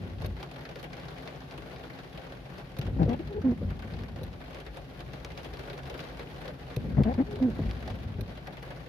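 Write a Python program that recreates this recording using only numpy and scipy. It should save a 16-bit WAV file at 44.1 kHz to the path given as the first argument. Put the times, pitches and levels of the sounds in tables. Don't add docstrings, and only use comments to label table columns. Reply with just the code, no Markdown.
import sys
import numpy as np
from scipy import signal
from scipy.fft import rfft, irfft, next_fast_len
from scipy.io import wavfile

SR = 44100
rng = np.random.default_rng(int(sys.argv[2]) if len(sys.argv) > 2 else 0)


def volts_from_decibels(level):
    exponent = np.asarray(level, float) / 20
    return 10 ** exponent


def materialize(psi):
    bounded = np.clip(np.atleast_2d(psi).T, -1, 1)
    quanta = np.round(bounded * 32767).astype(np.int16)
    wavfile.write(sys.argv[1], SR, quanta)


N = 391608

# (relay closes [s], motor strength [dB])
SWEEPS = [(-1.186, 1.5), (2.787, -1), (6.763, 0)]
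TURN_S, PARK_S = .63, 1.446


def rms_one(x):
    return x / np.sqrt(np.mean(x ** 2) + 1e-20)


def in_time(rows, silent=None):
    s, *columns = np.transpose(rows)
    return [np.interp(np.arange(N) / SR, s, c, silent, silent) for c in columns]


def at_hz(points, hz):
    table_hz, values = np.transpose(points)
    return np.interp(np.log(hz + 1), np.log(table_hz), values)


def drift(rate):
    r = np.exp(-80 * np.pi * rate / SR)
    slow = signal.lfilter([1], [1, -2 * r, r * r], rng.standard_normal(N // 40 + 2002))[2000:]
    return np.interp(np.arange(N) / 40, np.arange(len(slow)), rms_one(slow))


def coloured(spectrum):
    # (frequency [Hz], correlation [-1 to 1])
    likeness = [(60, 0.94), (180, 0.9), (550, 0.52), (1650, -0.13), (4970, 0.07), (15000, 0.0)]
    size = next_fast_len(N)
    hz = np.arange(size // 2 + 1) * SR / size
    mid, side = rfft(rng.standard_normal((2, size)))
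    alike = np.clip(at_hz(likeness, hz), -1, 1)
    pair = np.sqrt(1 + alike) * mid + np.sqrt(1 - alike) * side * [[1], [-1]]
    return rms_one(irfft(pair * volts_from_decibels(at_hz(spectrum, hz)), size)[:, :N])


def resonate(x, hz, width_hz):
    r = np.exp(-np.pi * width_hz / SR)
    return signal.lfilter([(1 - r * r) / 2, 0, (r * r - 1) / 2], [1, -2 * r * np.cos(2 * np.pi * hz / SR), r * r], x)


def panned(db):
    return volts_from_decibels(np.array([db / 2, -db / 2]))


def filtered(x, order, hz, kind):
    return signal.sosfilt(signal.butter(order, hz, kind, fs=SR, output="sos"), x)


def strikes(at, size, sides):
    return np.array([np.bincount(at, size * side, N) for side in sides])


def falling_drops(level_db):
    # (time [s], relative tick peak [dB], relative rustle [dB])
    big = np.array([(0.2186, -44, -43), (0.245, -44, -43), (0.403, -48, -48.5), (0.4288, -26, -43),
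                    (0.513, -46, -47), (0.608, -44, -48), (0.56, -42, -45), (0.6524, -41, -44.5),
                    (0.69, -43, -45), (0.7582, -31, -48), (0.796, -48, -45), (0.828, -50, -43),
                    (0.8405, -44, -40.5), (0.9318, -31, -44), (0.968, -38, -48), (0.999, -35, -48),
                    (1.0535, -42, -51), (1.083, -45, -45), (1.1828, -39, -45.5), (1.275, -29.5, -41.5),
                    (1.5105, -31.5, -50), (1.5768, -45, -42), (1.621, -45, -47), (1.761, -35, -49.5),
                    (1.8372, -47, -46), (1.9874, -40, -47), (2.1753, -36, -44), (2.3213, -49, -45),
                    (2.583, -34, -45), (2.7674, -35, -46), (2.813, -46, -41), (2.8657, -47, -45),
                    (3.03, -42, -45), (3.092, -42, -44), (3.13, -42, -45), (3.273, -42, -47),
                    (3.418, -40, -49), (3.705, -40, -47), (3.792, -42, -48), (3.8226, -50, -46),
                    (3.937, -38.5, -49), (3.9885, -49, -48), (4.0357, -36, -47.5), (4.16, -42, -44),
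                    (4.5463, -32, -45), (4.6016, -40, -45), (4.6645, -38, -44), (4.7706, -42, -43),
                    (5.0045, -37, -44.5), (5.134, -46, -46), (5.2477, -22, -43), (5.303, -48, -48),
                    (5.318, -42, -47), (5.3756, -29, -41), (5.4316, -42, -46), (5.445, -41, -43),
                    (5.5362, -40, -43), (5.5712, -33, -47), (5.5928, -39, -42), (5.699, -40, -41.5),
                    (5.7307, -43, -42), (5.7776, -36, -45), (5.788, -40, -45), (5.8335, -36, -46),
                    (5.856, -40, -49), (5.867, -38, -50), (5.874, -43.5, -46), (5.899, -32, -41),
                    (5.942, -37, -42), (5.977, -38, -48), (5.992, -33, -42), (6.003, -35, -42),
                    (6.0866, -42, -47), (6.171, -42, -46), (6.194, -40, -43), (6.3, -40, -50),
                    (6.4166, -43, -47.5), (6.4547, -40, -45), (6.4792, -31, -43), (7.0354, -26, -43),
                    (7.14, -35, -46), (7.31, -42, -46), (7.357, -42, -44), (7.425, -42, -45),
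                    (7.658, -44, -49), (7.6934, -43, -49), (7.7114, -27, -48.5), (7.877, -31, -41.5),
                    (7.9014, -45, -42), (8.032, -44, -50), (8.374, -44, -48), (8.472, -31, -41.5),
                    (8.5694, -43, -46), (8.6273, -38, -44), (8.705, -42, -45.5), (8.763, -44, -51)])
    small_per_s, small_db, size_db, tick_db = 110, -5.5, 2.4, -4.5
    small = rng.random((1500, 2))
    small_at = (np.cumsum(-np.log(1 - small[:, 0]) / small_per_s) * SR).astype(int)
    small, small_at = small[small_at < N], small_at[small_at < N]
    small_peak_db = level_db[small_at] + small_db - size_db * np.log(1 - .95 * small[:, 1])
    at = np.r_[(big[:, 0] * SR).astype(int), small_at]
    rustle_db = np.r_[big[:, 2], small_peak_db]
    contact_db = np.r_[big[:, 1], small_peak_db + tick_db]
    return at, rustle_db, contact_db, np.arange(len(at)) < len(big)


def rustle(at, rustle_db, is_big, sides, colour, level_db):
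    # (frequency [Hz], density [dB])
    patter = [(150, -15), (250, -3.5), (287, -4.5), (385, -3), (536, -2), (659, -5), (744, -3.5),
              (999, -12), (1150, -9.5), (1250, -14), (1460, -10.5), (4210, -18.5), (7850, -34),
              (13700, -32.5), (15700, -41)]
    # (frequency [Hz], time to fall 60 dB [s])
    splash_t60 = [(400, 0.2), (1500, 0.15), (5000, 0.063), (12000, 0.061)]
    bed, snap, colour_db, swell_cycles = 0.48, 0.8, 3.0, 2.2
    thin_db = np.where(is_big, -6, -3)
    noise, edges = [coloured(patter), coloured(patter)], 220 * 2 ** np.arange(0, 6.3, .5)
    out = 0
    for k, (low, high) in enumerate(zip(edges, edges[1:])):
        hz = np.sqrt(low * high)
        tilt_db = thin_db / (1 + (hz / 1500) ** 2) - 3 * hz / 10000
        size = volts_from_decibels(rustle_db + tilt_db + colour_db * colour[:, k])
        hits = strikes(at, size ** 2, sides ** 2) + 1e-18
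        fade = volts_from_decibels(-120 / (at_hz(splash_t60, hz) * SR))
        power = signal.lfilter([1], [1, -fade], hits) + (bed * volts_from_decibels(level_db + 0.54 * drift(14))) ** 2
        power += snap * signal.lfilter([1], [1, -fade ** 6], hits)
        rise = np.exp(-hz / swell_cycles / SR)
        power = signal.lfilter([1 - rise], [1, -rise], power)
        out = out + np.sqrt(power) * filtered(noise[k % 2], 2, [low, high], "band")
    return out


def pings(at, contact_db, is_big, sides, place):
    ping_db, small_ping_db, ping_cycles = -10.5, 10.5, 7.0
    spot = np.digitize(place, [-1.2, -.7, -.3, 0, .3, .7, 1.2])
    size = volts_from_decibels(contact_db + np.where(is_big, 0, small_ping_db))
    out = 0
    for k, hz in enumerate(np.geomspace(1100, 5800, 8)):
        ring = resonate(strikes(at, (spot == k) * size, sides) + 1e-18, hz, 2.2 * hz / ping_cycles)
        out = out + volts_from_decibels(ping_db) * ring * ping_cycles * 3000 / hz
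    return out


def contact_ticks(ticks):
    # (frequency [Hz], width [Hz], gain [dB])
    tick_modes = [(2250, 550, 15), (3400, 900, 5), (4700, 1200, 10.5)]
    rung = sum(volts_from_decibels(db) * resonate(ticks, hz, width_hz) for hz, width_hz, db in tick_modes)
    return filtered(rung, 4, [1300, 5900], "band")


def rain():
    # (time [s], relative level [dB])
    patter_level = [(0.0, -53), (1.48, -51), (3.48, -55), (5.89, -50), (6.97, -53.5), (7.71, -50.5),
                    (8.11, -53.5), (8.88, -53)]
    spread_db, echo_s, echo, crisp_db = 4, .003, .4, -27
    level_db = in_time(patter_level)[0] + .8 * drift(4)
    at, rustle_db, contact_db, is_big = falling_drops(level_db)
    chance = rng.standard_normal((1600, 15))[:len(at)]
    sides = panned(spread_db / 2 * chance[:, -1] * np.where(is_big, .4, 1))
    ticks = strikes(at, volts_from_decibels(contact_db), sides)
    ticks = ticks + echo * np.roll(ticks[::-1], int(echo_s * SR), axis=1) + 1e-18
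    splash = rustle(at, rustle_db, is_big, sides, chance, level_db)
    splash = splash + pings(at, contact_db, is_big, sides, chance[:, -2])
    splash = splash + volts_from_decibels(crisp_db) * filtered(ticks, 2, 6500, "high")
    return 2.0 * splash + contact_ticks(ticks)


def drumming():
    # (frequency [Hz], density [dB])
    boom_spectrum = [(21, -16), (35, -7.5), (54, 6), (107, -7), (135, 5.5), (168, -1), (204, -5),
                     (231, -26), (254, -25), (271, 0), (287, -37), (330, -10), (430, -24), (730, -120)]
    # (time [s], gain [dB])
    deep = [(0, -3), (3.5, -3), (4.5, 2), (6.5, 2.5), (8.88, 0)]
    boom_db, fan_hz, fan_db = -45.5, 261, -61
    waver_hz, waver_db = .8 * drift(2), 1.2 * drift(1.5)
    fan = np.sqrt(2) * np.sin(2 * np.pi * np.cumsum(fan_hz + waver_hz) / SR)
    boom = coloured(boom_spectrum)
    boom = boom + (volts_from_decibels(in_time(deep)[0]) - 1) * resonate(boom, 54, 45)
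    return volts_from_decibels(boom_db + 0.89 * drift(10)) * boom + volts_from_decibels(fan_db + waver_db) * fan


def body_modes(shake, modes):
    out = 0
    for hz, width_hz, db in modes:
        once = resonate(shake, hz, 1.27 * width_hz)
        out = out + volts_from_decibels(db) * resonate(once, hz, 1.27 * width_hz)
    return rms_one(out)


def drive():
    # (frequency [Hz], width before widening [Hz], relative level [dB])
    boom_modes = [(62, 14, 0.5), (87, 31, -1)]
    growl_modes = [(150, 43, 1.5), (192.3, 51.5, -4), (325, 66, -14.5)]
    # (time after the start [s], level before the sweep's strength [dB])
    load = [(0, -52), (.03, -36), (.15, -31), (.29, -33), (.39, -36.5), (.51, -43), (.64, -37.5),
            (.78, -37), (.9, -33), (1.02, -42), (1.2, -36), (1.32, -42), (1.45, -37), (1.62, -52)]
    jolts_per_s, smooth = 45, 0.35
    growl_db, growl_db_per_s = -1.5, -2
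    jolts = (rng.random(N) < jolts_per_s / SR) * rng.standard_normal(N)
    shake = rms_one(jolts) + smooth * coloured([(20, 0), (600, 8), (1200, -43)])
    boom, growl = body_modes(shake, boom_modes), body_modes(shake, growl_modes)
    out = 0
    for start, strength_db in SWEEPS:
        load_db, = in_time(np.add(load, [start, strength_db]), -120)
        since = np.clip(np.arange(N) / SR - start, 0, PARK_S)
        out = out + volts_from_decibels(load_db) * (boom + volts_from_decibels(growl_db + growl_db_per_s * since) * growl)
    return out


def thuds_and_rings():
    # (time [s], level [dB], pitch [Hz], knock against swing [dB])
    swings = [(0.068, -36, 204, -11), (0.205, -25, 102, -18), (0.24, -22, 95, -9), (0.277, -27, 85, -20),
              (0.31, -30, 62, -25), (2.791, -20, 130, -19), (2.879, -32, 56.7, -2), (2.996, -24, 270, -20),
              (3.028, -21, 282, -20), (3.057, -17, 135, -14), (3.075, -19, 105, -8), (3.095, -21, 255, -18),
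              (3.52, -24, 350, -20), (3.612, -34, 300, 2), (3.628, -24, 190, -13), (3.648, -19.5, 90, -25),
              (3.678, -26, 56.5, -22), (3.93, -32, 147, -22), (4.214, -29, 149, -5),
              (6.768, -18.5, 129, -13), (6.846, -27, 168, -9), (6.97, -21, 200, -20),
              (6.9865, -12, 215, -20), (6.995, -17, 275, -22), (7.006, -12.5, 240, -24),
              (7.02, -22, 130, -25), (7.182, -22, 245, -12), (7.402, -28, 555, -20), (7.485, -26, 380, -20),
              (7.591, -20, 280, -14), (7.592, -33, 640, -20), (7.61, -28, 125, -25),
              (7.651, -21, 58.3, -28), (7.9, -28, 67, -29), (8.056, -25, 95, -28), (8.105, -29, 105, -25),
              (8.15, -30, 100, -20), (8.185, -27, 152, -6), (8.2, -23, 105, -22), (8.22, -26, 99, -24)]
    swing_cycles, knock_hz, knock_t60, knock_rise_s = 11, 440, 0.09, 0.0055
    out, t = np.zeros(N + SR), np.arange(SR // 4) / SR
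    for s, db, hz, upper_db in swings:
        swing = np.sin(2 * np.pi * hz * t) * volts_from_decibels(-60 * t * hz / swing_cycles)
        rattle = rng.standard_normal(len(t))
        for width_hz in (270, 330, 300):
            rattle = resonate(rattle, knock_hz, width_hz)
        knock = volts_from_decibels(upper_db - 60 * t / knock_t60) * rms_one(rattle) * np.minimum(t / knock_rise_s, 1)
        out[int(s * SR):][:len(t)] += volts_from_decibels(db) * (swing + knock)
    return out[:N]


def relay():
    # (frequency [Hz], gain [dB], time to fall 60 dB [s])
    case_modes = [(2640, -4, 0.004), (4070, 2, 0.003), (5740, -7, 0.0025), (9840, -6, 0.0026),
                  (11280, -7, 0.0055), (13300, -6, 0.0029)]
    close_db, open_db, chatter_s, fade_db = -32, -36, .008, -6
    clicks = np.zeros((2, N)) + 1e-18
    moves = [(start + after, db) for start, _ in SWEEPS for after, db in ((0, close_db), (PARK_S, open_db))]
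    for s, db in moves:
        if s <= 0:
            continue
        when, left, right = rng.random((3, 40))
        at = ((s + chatter_s * when) * SR).astype(int)
        clicks[:, at] += volts_from_decibels(db + fade_db * when) * (np.array([left, right]) - .5)
    out = 0
    for hz, db, t60 in case_modes:
        r, w = volts_from_decibels(-60 / (t60 * SR)), 2 * np.pi * hz / SR
        out = out + signal.lfilter([0, volts_from_decibels(db) * np.sin(w)], [1, -2 * r * np.cos(w), r * r], clicks)
    return out


def groans():
    # (start [s], length [s], peak level [dB], first slip rate [1/s], last rate before any sag [1/s])
    strokes = [(2.98, .078, -22, 165, 150), (3.082, .075, -25, 212, 288), (3.19, .026, -35, 335, 350),
               (3.285, .075, -41, 420, 378), (3.338, .068, -34.5, 432, 430), (3.434, .115, -21, 262, 262),
               (6.962, .066, -23, 135, 165), (7.045, .088, -24, 212, 295), (7.174, .058, -22.5, 235, 290),
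               (7.26, .06, -43, 385, 436), (7.3, .072, -40, 442, 418), (7.36, .045, -45, 398, 406),
               (7.404, .118, -21.5, 258, 258)]
    # (roughness [0-1], fall of the overtones [dB per octave], grit against the tone [dB], peak [share of length],
    #  end against peak [dB], left over right [dB], lowest tone's change by the end [dB])
    judder, scrape = (.3, 9.5, -24, .5, -9, 6, -1), (.14, 11.5, -21.5, .4, -4, 4, -22)
    glide, flip = (.15, 17, -21, .6, -14, 2.5, 1), (.09, 18, -28, .25, -12, -2.5, -6)
    judder_until_s, scrape_until_s = .26, .37
    rise_db, grip_db, grip_s = -14, 13, .018
    sag_share, break_up = .42, 4.0
    lag_s, lag_s_per_db, glass_hz, glass_db, even_db = 0.00025, .00003, 780, 8, -3
    rasp_hz, rasp_db = 1600, -9
    out, rasped, jitter, wobble = np.zeros((2, N)), np.zeros((2, N)), drift(88), drift(82)
    shared, own = rng.standard_normal((2, N))
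    scrub = rms_one(resonate(resonate(shared + .4 * own * [[1], [-1]], 600, 650), 640, 600))
    rasp = rms_one(resonate(resonate(rng.standard_normal((2, N)), rasp_hz, 800), rasp_hz, 1100))
    for s, length, peak_db, first_hz, last_hz in strokes:
        since = min(s - start for start, _ in SWEEPS if start < s)
        flips = since >= TURN_S
        if since < judder_until_s:
            way = judder
        elif since < scrape_until_s:
            way = scrape
        else:
            way = flip if flips else glide
        rough, fall_db, under_db, top, end_db, pan_db, lowest_db = way
        span = slice(int(s * SR), int((s + length) * SR))
        share = np.linspace(0, 1, span.stop - span.start)
        hz = first_hz + (last_hz - first_hz) * share ** 1.5
        hz = hz * (1 - sag_share * flips * share ** 6.0)
        rough = rough * (1 + break_up * flips * share ** 3.0)
        db = peak_db + rise_db * np.maximum(1 - share / top, 0) ** 2
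        db = db + end_db * np.maximum((share - top) / (1 - top), 0) ** 1.7
        phase = 2 * np.pi * np.cumsum(hz * (1 + 0.4 * rough * jitter[span])) / SR
        late = phase - 2 * np.pi * hz * (lag_s + lag_s_per_db * pan_db) * [[0], [1]]
        wave = 0
        for k in range(1, 9):
            tone_db = lowest_db * (k == 1) * share ** 2.5 - fall_db * np.log2(k)
            if not flips:
                tone_db = tone_db + even_db * (k % 2 == 0) + glass_db / (1 + ((k * hz - glass_hz) / 190) ** 2)
            wave = wave + volts_from_decibels(tone_db) * np.sin(k * late + k * k)
        slips = volts_from_decibels(db + under_db + grip_db * np.exp(-share * length / grip_s)) * (1 + np.sin(late))
        edge = panned(np.array([pan_db])) * signal.windows.tukey(len(phase), .2)
        tone = np.sqrt(2) * volts_from_decibels(db) * wave * (1 + rough * wobble[span])
        out[:, span] += edge * (tone + slips * scrub[:, span])
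        rasped[:, span] += edge * slips * rasp[:, span]
    muffled = filtered(out + 1e-18, 5, 940, "low") + .14 * out
    return volts_from_decibels(rasp_db) * rasped + muffled


def scene():
    leftish = (rain() + drumming() + drive() + thuds_and_rings()) * panned(np.array([1.7]))
    return leftish + relay() * panned(np.array([-2.5])) + groans()


def roll_off(x):
    return signal.sosfilt(signal.butter(12, 15840, fs=SR, output="sos"), x)


def record(dry):
    dipped = dry - 0.46 * resonate(dry, 7900, 2200)
    topped = filtered(dipped, 6, 14800, "low")
    finished = filtered(topped, 5, 42, "high")
    return roll_off(finished)


dry = scene()
out = record(dry)
materialize(out)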